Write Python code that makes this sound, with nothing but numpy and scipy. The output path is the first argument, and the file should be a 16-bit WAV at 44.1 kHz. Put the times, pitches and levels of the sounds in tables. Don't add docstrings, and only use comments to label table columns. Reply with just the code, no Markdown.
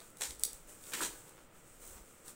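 import sys
import numpy as np
from scipy import signal
from scipy.fft import rfft, irfft, next_fast_len
from scipy.io import wavfile

SR = 44100
rng = np.random.default_rng(int(sys.argv[2]) if len(sys.argv) > 2 else 0)


def master_out(mix):
    frames = np.transpose(np.atleast_2d(mix))
    ceiling = np.clip(frames, -1, 1)
    pcm = np.round(ceiling * 32767).astype(np.int16)
    wavfile.write(sys.argv[1], SR, pcm)


N = 103635

# start in seconds, length in seconds, level in dB,
# then the dull papery part and the hollow box part, both in dB relative to that level.
TEARING_RUNS = [(.2062, 0.0021, -49, -6, 1), (0.209, .004, -39, -7.5, -4), (0.218, 0.0055, -36.5, -3, -10),
                (0.229, 0.03, -42.5, -6.5, -12.5), (0.262, 0.049, -52, -13, -31),
                (.921, 0.014, -58.5, 8.5, -16), (0.9346, 0.003, -38.5, 0.5, -29),
                (0.94, 0.015, -45, 2.5, -6.5), (0.971, 0.028, -56, 8, 3.5), (1.009, 0.027, -41, -2.5, -1),
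                (1.033, 0.014, -39.5, -13.5, -9), (1.048, 0.017, -44.5, 0, -15)]
# frequency in Hz, relative level in dB.
CRISP_COLOUR = [(80, -46), (400, -21), (900, -23), (2500, -28), (3800, -3.5), (5000, -9.5), (6800, 0),
                (8200, 2), (10000, -5), (11300, -12.5), (12500, -14), (14000, -5), (15800, -21.5)]
# frequency in Hz, relative level in dB.
PAPERY_COLOUR = [(80, -21), (200, -6.5), (480, -13.5), (680, -21), (880, -0.5), (1250, -6), (1750, -1),
                 (2400, -2), (3800, -4.5), (6000, -12), (15000, -17.5)]
FIBRES_PER_S, FIBRE_SPREAD_DB = 2600, 1
RIP_RELEASE_S = 0.0025


def rips():
    t = np.arange(N) / SR
    fibres = np.zeros((3, N))
    showers = np.array([grains(FIBRES_PER_S, FIBRE_SPREAD_DB) for _ in fibres])
    for start, length, db, papery_db, box_db in TEARING_RUNS:
        pull = (t >= start) * np.exp(-np.maximum(t - start - length, 0) / RIP_RELEASE_S)
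        run = showers * pull
        run *= np.linalg.norm(pull) / np.linalg.norm(run, axis=1, keepdims=True)
        fibres += run * amp([[db], [db + papery_db], [db + box_db]])
    crisp, papery, box = fibres
    return coloured(crisp, CRISP_COLOUR) + coloured(papery, PAPERY_COLOUR) + box_ring(box)


# frequency in Hz, width in Hz, relative level in dB.
SHUT_BOX = [(453, 90, -1.5), (850, 23, 4.5), (1435, 25, -7), (1725, 62, 1), (1822, 39, 6), (2390, 23, -11)]
# frequency in Hz, width in Hz, relative level in dB.
LIFTED_BOX = [(333.4, 38, 6), (920, 17, 8.5), (981, 90, -2.5), (1327, 57, -2), (1420, 25, -6.5),
              (1676, 40, -0.5)]
OPENS_S = 0.6


def box_ring(x):
    is_open = np.arange(N) / SR >= OPENS_S
    return hollow(x * ~is_open, SHUT_BOX) + hollow(x * is_open, LIFTED_BOX)


# start in seconds, level in dB.
BOARD_BUCKLES = [(1.0063, -28)]
# frequency in Hz, relative level in dB, time to fall 60 dB in seconds.
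BOARD_MODES = [(1170, 1.5, 0.011), (1520, 5.5, 0.0065), (2880, -27, .008)]


def buckles():
    out, t = np.zeros(N), np.arange(SR // 20) / SR
    for start, db in BOARD_BUCKLES:
        add(out, start, amp(db) * ring(BOARD_MODES, t))
    return out


# start in seconds, level in dB, treble tilt in dB per octave.
TAPE_SNAPS = [(.003, -40.5, -9.5), (.1035, -49.5, 10), (.171, -39.5, -3), (.1848, -47, 8), (0.296, -49, -2),
              (0.3074, -32, -8.5), (.396, -33.5, 1), (0.4358, -11, -0.5), (.5315, -32, 3.5),
              (.839, -39, -6.5), (.868, -41.5, -9.5), (1.2935, -42.5, 4), (1.877, -38, 6), (2.2608, -46, 6),
              (2.2812, -34.5, -3)]
# frequency in Hz, relative level in dB, time to fall 60 dB in seconds.
TAPE_MODES = [(2030, -31, 0.011), (3600, -16.5, 0.0078), (4500, -17, .009), (5715, -19, 0.016),
              (6670, -12, 0.0054), (8120, -5.5, .008), (9180, -9, 0.0063), (10274, -8, 0.0092),
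              (13400, -17, 0.0075), (14700, -11, 0.0043)]
# frequency in Hz, relative level in dB.
CRACK_COLOUR = [(300, -29.5), (2000, -18.5), (3800, -8.5), (5200, 5), (6500, -15), (8500, -32), (10500, 11),
                (12000, -6), (15000, 1.5)]
CRACK_DB, CRACK_T60_S = -13, 0.013
TILT_PIVOT_HZ = 8000


def tape():
    out, t = np.zeros(N), np.arange(SR // 20) / SR
    for start, db, tilt_db in TAPE_SNAPS:
        colour = [(hz, level + tilt_db * np.log2(hz / TILT_PIVOT_HZ)) for hz, level in CRACK_COLOUR]
        noise = rng.choice([-1, 1], len(t))
        crack = coloured(amp(CRACK_DB - 60 * t / CRACK_T60_S) * noise, colour)
        add(out, start, amp(db) * (ring(TAPE_MODES, t, tilt_db) + crack))
    return out


# time in seconds, level in dB.
RUSTLE_LEVEL = [(0, -59), (.05, -59), (.15, -68), (.2, -54), (.33, -55), (.38, -64), (0.409, -54),
                (.47, -52.5), (.6, -61.5), (.665, -66), (0.689, -53), (0.781, -61), (.87, -52),
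                (1.0, -43.5), (1.12, -53.5), (1.229, -59.5), (1.29, -61), (1.34, -66), (1.44, -66),
                (1.48, -75.5), (1.58, -63), (1.63, -68.5), (1.68, -61.5), (1.79, -64.5), (1.824, -53.5),
                (1.96, -56.5), (2.03, -64.5), (2.08, -61.5), (2.23, -65.5), (2.285, -49), (2.35, -69)]
# frequency in Hz, relative level in dB.
RUB_COLOUR = [(150, -13), (450, 3), (700, -7.5), (1200, -5.5), (2500, -9.5), (4800, -12.5), (6500, -4.5),
              (8200, 3), (10000, -5.5), (11800, -10.5), (15000, -5)]
RUBS_PER_S, RUB_SPREAD_DB = 7900, 5


def rustle():
    level_db = np.interp(np.arange(N) / SR, *np.transpose(RUSTLE_LEVEL))
    return coloured(grains(RUBS_PER_S, RUB_SPREAD_DB) * amp(level_db), RUB_COLOUR)


# middle in seconds, length in seconds, level in dB.
FLAP_SCRAPES = [(0.017, 0.038, -63), (1.123, 0.22, -65), (1.286, 0.12, -66.5), (1.382, 0.068, -64),
                (1.565, .04, -71), (1.959, 0.082, -63.5), (2.267, 0.026, -65)]
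# frequency in Hz, relative level in dB.
SCRAPE_COLOUR = [(100, -3.5), (330, -6.5), (520, -1.5), (750, -9.5), (1300, -6), (2200, -11.5),
                 (4000, -16.5), (12000, -27)]
SLIPS_PER_S, SCRAPE_BOX_DB = 900, -4.5


def scrapes():
    loudness = sum(amp(db) * swell(middle, length) for middle, length, db in FLAP_SCRAPES)
    slips = grains(SLIPS_PER_S, RUB_SPREAD_DB) * loudness
    return coloured(slips, SCRAPE_COLOUR) + amp(SCRAPE_BOX_DB) * hollow(slips, LIFTED_BOX)


# middle in seconds, length in seconds, pitch in Hz, level in dB.
CUSHION_BUMPS = [(0.301, 0.046, 61.4, -51), (.4, 0.22, 50.4, -60.5), (0.546, .03, 35, -51),
                 (0.652, 0.084, 26, -54.5), (1.102, 0.19, 36, -58), (1.843, 0.28, 25, -58),
                 (1.913, 0.023, 64, -54.5), (1.964, 0.028, 58, -53), (2.015, 0.023, 34, -48.5)]


def bumps():
    t = np.arange(N) / SR
    return sum(amp(db) * swell(middle, length) * np.sin(2 * np.pi * hz * (t - middle))
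               for middle, length, hz, db in CUSHION_BUMPS)


# frequency in Hz, relative level in dB.
AIR_COLOUR = [(15, 6.5), (40, -11), (75, -6), (150, -4.5), (260, -7.5), (330, -3.5), (385, -10),
              (500, -4.5), (700, -12.5), (1100, -14.5), (1330, -9), (1550, -16.5), (2300, -17.5),
              (4500, -28.5), (8200, -34), (12000, -48), (15500, -25)]
AIR_DB = -61


def room_air():
    return amp(AIR_DB) * unit(coloured(rng.standard_normal(N), AIR_COLOUR))


# delay in seconds, spread in seconds, level in dB.
WALL_ECHOES = [(0.0154, 0.0036, -6), (.032, 0.0035, -22.5)]
# frequency in Hz, time to fall 60 dB in seconds.
TAIL_T60 = [(150, 0.34), (1500, 0.26), (5000, 0.3), (9000, 0.22), (15000, 0.21)]
TAIL_DB, TAIL_RISE_S = -7.5, 0.009


def in_room(x, wet_db):
    t = np.arange(SR // 2) / SR
    hz, times, bands = signal.stft(rng.standard_normal(len(t)), SR, nperseg=256)
    fading = bands * amp(-60 * times / along(TAIL_T60, hz)[:, None])
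    tail = signal.istft(fading, SR, nperseg=256)[1][:len(t)]
    tail *= 1 - np.exp(-t / TAIL_RISE_S)
    answer = amp(TAIL_DB) * tail / np.linalg.norm(tail)
    for delay, spread, db in WALL_ECHOES:
        echo = rng.standard_normal(len(t)) * np.exp(-((t - delay) / spread) ** 2)
        answer += amp(db) * echo / np.linalg.norm(echo)
    return x + amp(wet_db) * signal.fftconvolve(x, answer)[:N]


def amp(db):
    return 10 ** (np.asarray(db) / 20)


def unit(x):
    return x / np.sqrt(np.mean(x ** 2) + 1e-20)


def along(points, hz):
    f, v = np.transpose(points)
    return np.interp(np.log(hz + 1), np.log(f + 1), v)


def swell(middle, length):
    return np.exp(-(2 * (np.arange(N) / SR - middle) / length) ** 2)


def filtered(x, response):
    m = 2 * next_fast_len(len(x))
    return irfft(rfft(x, m) * response(np.fft.rfftfreq(m, 1 / SR)), m)[:len(x)]


def coloured(x, points):
    def response(hz):
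        cepstrum = irfft(np.log(unit(amp(along(points, hz)))))
        half = len(cepstrum) // 2
        cepstrum[1:half] *= 2
        cepstrum[half + 1:] = 0
        return np.exp(rfft(cepstrum))
    return filtered(x, response)


def grains(per_s, spread_db):
    size = amp(spread_db * np.minimum(rng.exponential(size=N), np.pi))
    happens = rng.random(N) < per_s / SR
    return unit(happens * size * rng.choice([-1, 1], N))


def hollow(x, resonances):
    def response(hz):
        h = 0
        for k, (centre, width, db) in enumerate(resonances):
            damping = 1j * hz * width
            h = h + (-1) ** k * amp(db) * damping / (centre ** 2 - hz ** 2 + damping)
        return h / np.sqrt(np.mean(abs(h) ** 2))
    return filtered(x, response)


RISE_CYCLES = 0.7


def ring(modes, t, tilt_db=0):
    centre = np.mean([mode[0] for mode in modes])
    out = np.zeros(len(t))
    for k, (hz, db, t60) in enumerate(modes):
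        decay = amp(db + tilt_db * np.log2(hz / centre) - 60 * t / t60)
        rise = 1 - np.exp(-t * hz / RISE_CYCLES)
        out += (-1) ** k * decay * rise * np.sin(2 * np.pi * hz * t)
    return out


def add(track, start, sound):
    part = track[max(round(start * SR), 0):][:len(sound)]
    part += sound[:len(part)]


def scene():
    air = room_air()
    board = in_room(rips() + buckles() + rustle() + scrapes(), wet_db=0)
    snaps = in_room(tape(), wet_db=-0.5)
    return (board + snaps + bumps() + air)[None]


TOP_HZ = 15800


def record(dry):
    return filtered(dry[0], lambda hz: 1 / np.sqrt(1 + (hz / TOP_HZ) ** 600))[None]


dry = scene()
out = record(dry)
master_out(out)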